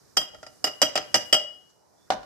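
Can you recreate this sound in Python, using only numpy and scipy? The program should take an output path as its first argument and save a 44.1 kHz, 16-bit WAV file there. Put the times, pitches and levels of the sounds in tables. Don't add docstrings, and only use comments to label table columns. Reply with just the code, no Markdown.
import sys
import numpy as np
from scipy import signal
from scipy.fft import rfft, irfft, next_fast_len
from scipy.io import wavfile

SR = 44100
rng = np.random.default_rng(int(sys.argv[2]) if len(sys.argv) > 2 else 0)


def int16_out(signal):
    q = np.round(np.clip(np.atleast_2d(signal).T, -1, 1) * 32767)
    wavfile.write(sys.argv[1], SR, q.astype(np.int16))


def amplitude_ratio(level_db):
    exponent = np.asarray(level_db, float) / 20
    return 10 ** exponent


N = 99269
T = np.arange(N) / SR


def at_hz(points, hz):
    table_hz, values = np.transpose(points)
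    return np.interp(np.log(hz), np.log(table_hz), values)


def sides(db):
    return amplitude_ratio(np.array([[db / 2], [-db / 2]]))


def band_pass(low_hz, high_hz, x):
    return signal.sosfilt(signal.butter(2, [low_hz, high_hz], "band", fs=SR, output="sos"), x)


def waver():
    flutter_hz = 38.3
    r = np.exp(-2 * np.pi * flutter_hz / SR)
    slow = signal.lfilter([1], [1, -2 * r, r * r], rng.standard_normal(2 * SR))
    return slow / slow.std()


LIFTED_S, FLUTTER_GROWS_S, SCATTER_DB = 1.3, .03, 1
TWIN_DB, TWIN_SPLIT, TWIN_DECAY = 8.5, 0.0069, 0.15


def strike(pitches_hz, modes, times_s, levels_db, rise_s, flutter_db, free_ring):
    out = np.zeros((2, N))
    chance = rng.standard_normal((len(times_s), 4, len(modes)))
    slow = waver()
    for start_s, contact_db, draws in zip(times_s, levels_db, chance):
        start = int(start_s * SR)
        for hz, (mode_db, t60_s, pan_db, lead_rad), (a, p, q, split) in zip(pitches_hz, modes, draws.T):
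            lasts_s = t60_s * (free_ring if start_s > LIFTED_S else 1)
            t = T[:N - start][:int(1.05 * lasts_s * SR)]
            loss_db = 60 * t / lasts_s
            phase = 2 * np.pi * hz * t + 1.017 * p + np.array([[lead_rad], [0]])
            twin_phase = phase + 2 * q + 2 * np.pi * TWIN_SPLIT * hz * split * t
            pair = amplitude_ratio(-loss_db) * np.sin(phase)
            pair = pair + amplitude_ratio(TWIN_DB - loss_db / TWIN_DECAY) * np.sin(twin_phase)
            wobble_db = flutter_db * slow[rng.integers(SR):][:len(t)] * (1 - np.exp(-t / FLUTTER_GROWS_S))
            scatter_db = SCATTER_DB * a * (0.05 + hz / 9000)
            level = amplitude_ratio(contact_db + mode_db + scatter_db + wobble_db) * (1 - np.exp(-t / rise_s))
            out[:, start:start + len(t)] += sides(pan_db) * level * pair
    return out


def bands(spectrum, pan, likeness, envelope):
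    out, power = 0, 0
    edges_hz = 30 * 2 ** np.arange(0, 9.2, 1 / 3)
    white = rng.standard_normal((2, 2, N))
    for k, (low, high) in enumerate(zip(edges_hz, edges_hz[1:])):
        mid, side = band_pass(low, high, white[k % 2])
        hz = np.sqrt(low * high)
        alike = np.clip(at_hz(likeness, hz), -.99, .99)
        gain = amplitude_ratio(at_hz(spectrum, hz))
        pair = np.sqrt(1 + alike) * mid + np.sqrt(1 - alike) * side * [[1], [-1]]
        out = out + gain * envelope(hz) * sides(at_hz(pan, hz)) * pair
        power += gain ** 2 * 4 * (high - low) / SR
    return out / np.sqrt(power)


def bursts(times_s, levels_db, t60s):
    kicks = np.zeros(N)
    kicks[(np.array(times_s) * SR).astype(int)] = amplitude_ratio(np.array(levels_db))

    def envelope(hz):
        fall = amplitude_ratio(-60 / at_hz(t60s, hz) / SR)
        rise = np.exp(-hz / (1.5 * SR))
        return signal.lfilter([1 - rise], np.convolve([1, -fall], [1, -rise]), kicks + 1e-18)
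    return envelope


# hz, level_db_per_hz
HUSH = [(30, -32), (80, -2.5), (400, -1.5), (850, -11), (1700, -16), (2900, -31.5), (5500, -12),
        (15000, -32.5)]
# time_s, level_db
HUSH_LEVEL = [(0, -59.5), (.16, -59.5), (.6, -59), (1.2, -53), (1.6, -62), (1.85, -67.5), (2.05, -63),
              (2.25, -61.5)]
# hz, correlation
HUSH_LIKENESS = [(60, 1), (240, -0.76), (950, 0.47), (3770, 0.023), (15000, 0.52)]
# hz, pan_db
HUSH_PAN = [(60, -3.5), (180, -1.5), (550, -1.5), (1650, -8), (4970, -9), (15000, 20.5)]


def hush():
    return amplitude_ratio(np.interp(T, *np.transpose(HUSH_LEVEL))) * bands(HUSH, HUSH_PAN, HUSH_LIKENESS, lambda hz: 1)


RING_RISE_S, BODY_RISE_S, RIM_RISE_S = 0.0013, 0.0011, .003
SOFT_DULLS = .3
BRIGHT_HZ = [4915, 4945, 5028, 5915, 6837, 7350, 7665, 8900, 9912, 10440]
# level_db, t60_s, pan_db, left_lead_rad
BRIGHT = [(-7, 0.11, -5, 2.17), (-6.5, 0.11, -6, -0.85), (1, 0.059, -4.5, 1.08), (-12, 0.062, -19.5, 9.5),
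          (-32, .12, -7.5, 5), (-8.5, 0.038, -9.5, 4), (-10, 0.047, 1.5, -4.5), (-28, 0.083, 21, 8),
          (-35, 0.17, 15, 1), (-26.5, 0.061, 20.5, -2)]
TREBLE_HZ = [7080, 7520, 8720, 9080, 9760, 10180, 11800, 12234, 12950, 13200, 13330, 13480, 14040]
# level_db, t60_s, pan_db, left_lead_rad
TREBLE = [(-22.5, .07, -0.5, 1), (-19.5, 0.11, -0.5, 1.76), (-32, 0.087, 19.5, 0.91), (-33.5, .07, 14, 2.3),
          (-35, .08, 14.5, 1), (-34, .1, 15, 1), (-43, .15, 0, 2.2), (-30.5, 0.18, 0, 1.8),
          (-28, .14, 5, 1), (-23, .05, 5, 1.3), (-27.5, .12, 6, 0.49), (-26, .1, -2.5, 2),
          (-23, 0.12, 4, 2.9)]


def bright_rings(times_s, levels_db):
    treble_db = levels_db + SOFT_DULLS * np.minimum(levels_db + 22.5, 0)
    rings = strike(BRIGHT_HZ, BRIGHT, times_s, levels_db, RING_RISE_S, flutter_db=3, free_ring=1.7)
    return rings + strike(TREBLE_HZ, TREBLE, times_s, treble_db, RING_RISE_S, flutter_db=4, free_ring=1.1)


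BODY_HZ = [296, 480, 601, 625, 750, 1268, 1380, 1895, 2005, 565, 700, 785]
# level_db, t60_s, pan_db, left_lead_rad
BODY = [(-14, 0.11, 1.5, 0.58), (-13.5, 0.084, -1, 0.24), (-9, 0.25, -1, 1.1), (-5, .15, -1.5, 1.1),
        (-6, 0.128, 3.5, 0.26), (-8, 0.075, 7, 0.85), (-10, .1, 1, .5), (-3.5, 0.046, 2, .7),
        (-11, 0.085, -6.5, 2.14), (-9, 0.11, 0.5, 0.501), (-13.5, 0.081, 1.5, .5), (-15, 0.13, 3, 0.55)]


def plate_body(times_s, levels_db):
    return strike(BODY_HZ, BODY, times_s, levels_db, BODY_RISE_S, flutter_db=5, free_ring=1.35)


# start_s, pitch_hz, level_db, t60_s
SPLASH = [(.170, 5200, -12, .035), (.170, 5400, -20, .03), (.172, 6020, -28, .05), (.819, 5450, -26, .05),
          (.822, 2940, -17, .05), (1.144, 5550, -25, .03), (1.328, 5520, -24, .03), (.962, 2950, -31, .04),
          (.214, 1380, -38, .04), (.348, 1400, -50, .05), (.431, 1370, -43, .06), (.466, 1370, -43, .05),
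          (.431, 3230, -54, .05), (.431, 6000, -56, .05), (.467, 6000, -54, .05), (.431, 7500, -58, .05),
          (.467, 7500, -58, .05), (.467, 9950, -62, .08), (.431, 700, -46, .06), (.170, 1330, -28, .04),
          (.170, 1650, -31, .04), (.977, 5000, -24, .04)]


def rim_splashes():
    out = 0
    for start_s, hz, db, t60_s in SPLASH:
        mode = (0.0016, t60_s, -6.5, 0.57)
        out = out + strike([hz], [mode], [start_s], [db], RING_RISE_S, flutter_db=-4, free_ring=1)
    return out


LOW_RIM_HZ = [2905, 2970]
# level_db, t60_s, pan_db, left_lead_rad
LOW_RIM = [(0, .28, 6, 1.05), (-9, .08, 4, .9)]
HIGH_RIM_HZ = [3209, 3222]
# level_db, t60_s, pan_db, left_lead_rad
HIGH_RIM = [(-3, .12, .6, 2.15), (-23, .33, .6, 2.15)]


def rim_tones(s, low_db, high_db):
    held = s < LIFTED_S
    low = strike(LOW_RIM_HZ, LOW_RIM, s[held], low_db[held], RIM_RISE_S, flutter_db=3.5, free_ring=1)
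    low += strike(LOW_RIM_HZ, LOW_RIM, s[~held], low_db[~held], RIM_RISE_S, flutter_db=.4, free_ring=1.7)
    return low + strike(HIGH_RIM_HZ, HIGH_RIM, s, high_db, RIM_RISE_S, flutter_db=3, free_ring=1.3)


CLATTER_DB = 2.5
# hz, level_db_per_hz
CLATTER = [(60, -20.5), (400, -2), (2200, -5.5), (3900, -12.5), (5200, -7.5), (7500, -11.5), (8300, -31),
           (11500, -49), (15500, -51.5)]
# hz, t60_s
CLATTER_T60_S = [(100, 0.11), (700, 0.045), (3000, 0.059), (12000, 0.037)]
# hz, pan_db
CLATTER_PAN = [(60, -3), (130, 0.5), (290, -3.5), (640, -6), (1410, 3.5), (3100, 10.5), (6820, 3.5),
               (15000, 11)]
# hz, correlation
KNOCK_LIKENESS = [(60, 0.64), (240, 1), (950, 0.057), (3770, 0.086), (15000, 0.08)]


def clatter(times_s, body_db):
    levels_db = body_db + CLATTER_DB + SOFT_DULLS * np.minimum(body_db + 30.5, 0)
    return bands(CLATTER, CLATTER_PAN, KNOCK_LIKENESS, bursts(times_s, levels_db, CLATTER_T60_S))


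# start_s, bright_db, body_db, low_rim_db, high_rim_db
TAPS = [(.168, -25, -31.5, -46, -47), (.170, -14.5, -26, -32.5, -9), (.214, -34, -37.5, -40, -39),
        (.346, -52, -46, -70, -56), (.429, -45, -43, -58, -52), (.465, -42, -44, -56, -60),
        (.642, -16.5, -25, -28, -27), (.668, -32.5, -33, -32, -61.5), (.676, -34, -37, -31.5, -51),
        (.817, -10.5, -21, -22.5, -11), (.826, -17.5, -24, -32.5, -32), (.955, -21.5, -26, -33.5, -30),
        (.960, -36, -34.5, -36.5, -20.5), (.975, -28.5, -25.5, -43, -46), (1.143, -12.5, -20.5, -24, -18.5),
        (1.154, -17.5, -26.5, -35, -24.5), (1.327, -14, -21, -13.5, -9.5), (1.342, -22, -26.5, -19.5, -31)]


def taps():
    s, bright_db, body_db, low_db, high_db = np.transpose(TAPS)
    rings = bright_rings(s, bright_db) + plate_body(s, body_db)
    return rings + rim_splashes() + rim_tones(s, low_db, high_db) + clatter(s, body_db)


def kitchen(x):
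    t60_s, wall_cut_hz = 0.45, 10900
    size = next_fast_len(N + SR)
    w = 2 * np.pi * np.arange(size // 2 + 1) / size
    dull = 1 / (1 + 1j * w * SR / (2 * np.pi * wall_cut_hz))
    lags = (rng.uniform(.009, .04, (2, 8, 1)) * SR).astype(int)
    loop = amplitude_ratio(-60 * lags / SR / t60_s) * dull * np.exp(-1j * w * lags)
    answer = (loop / (1 - loop) * (-1) ** np.arange(8)[:, None]).sum(axis=1)
    return irfft(rfft(x, size) * answer, size)[:, :N]


RUSTLE_DB = 1
# start_s, length_s, centre_hz, width_hz, level_db
RUSTLES = [
    (1.685, .04, 5800, 2500, -65),
    (1.64, .1, 1400, 800, -76),
    (1.96, .13, 3500, 120, -73),
    (1.68, .42, 750, 400, -66),
    (2.06, .04, 1600, 900, -72),
    (1.2, .14, 10500, 7000, -60),
    (.68, .14, 9500, 7000, -64),
    (.47, .17, 7500, 6000, -66),
    (.33, .03, 650, 300, -50),
    (.26, .25, 90, 80, -64),
]


def rustles():
    out = 0
    for start_s, length_s, hz, width_hz, db in RUSTLES:
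        noise = band_pass(hz - width_hz / 2, hz + width_hz / 2, rng.standard_normal((2, N)))
        swell = np.sin(np.pi * np.clip((T - start_s) / length_s, 0, 1))
        out = out + amplitude_ratio(db + RUSTLE_DB) * noise / noise.std() * swell
    return out


# start_s, peak_db
LANDINGS = [
    (2.103, -8.5),
    (2.12, -17),
    (2.133, -28),
    (2.23, -35),
]
LAID_HZ = [291, 565, 620, 750, 980, 1136, 1420, 1670, 2100, 4050]
# level_db, t60_s, pan_db, left_lead_rad
LAID = [(-20, 0.13, -6, 0.17), (-22, 0.05, -4.5, 0.306), (-3.5, 0.21, -1.5, 0.52), (10.5, 0.065, 2, 0.04),
        (-31, 0.018, -9, 0.35), (-12.5, 0.069, 25, 0.5), (0, 0.12, 1.5, 2.1), (-29, 0.078, 53.5, 0.97),
        (-13.5, 0.075, 17, 1.6), (-20, 0.016, -41.5, .6)]
THUD_DB = -14
# hz, level_db_per_hz
THUD = [(60, -23.5), (430, -20), (770, -5.5), (1260, -17), (5000, -15.5), (9000, -39), (11500, -46),
        (14000, -78)]
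# hz, t60_s
THUD_T60_S = [(100, 0.32), (700, 0.12), (3000, 0.041), (12000, 0.096)]


def landing():
    s, db = np.transpose(LANDINGS)
    ring = strike(LAID_HZ, LAID, s, db - 15, BODY_RISE_S, flutter_db=6, free_ring=0.72)
    return ring + bands(THUD, HUSH_PAN, KNOCK_LIKENESS, bursts(s, db + THUD_DB, THUD_T60_S))


def scene():
    room_db = -20.5
    glass = taps() + landing()
    return glass + amplitude_ratio(room_db) * kitchen(glass) + rustles() + hush()


def roll_off(x):
    return signal.sosfilt(signal.butter(12, 15630, fs=SR, output="sos"), x)


def record(dry):
    ceiling, top_hz = 2.2, 14300
    rounded = ceiling * np.tanh(dry / ceiling)
    mix = signal.sosfilt(signal.butter(6, top_hz, fs=SR, output="sos"), rounded)
    return roll_off(mix)


dry = scene()
out = record(dry)
int16_out(out)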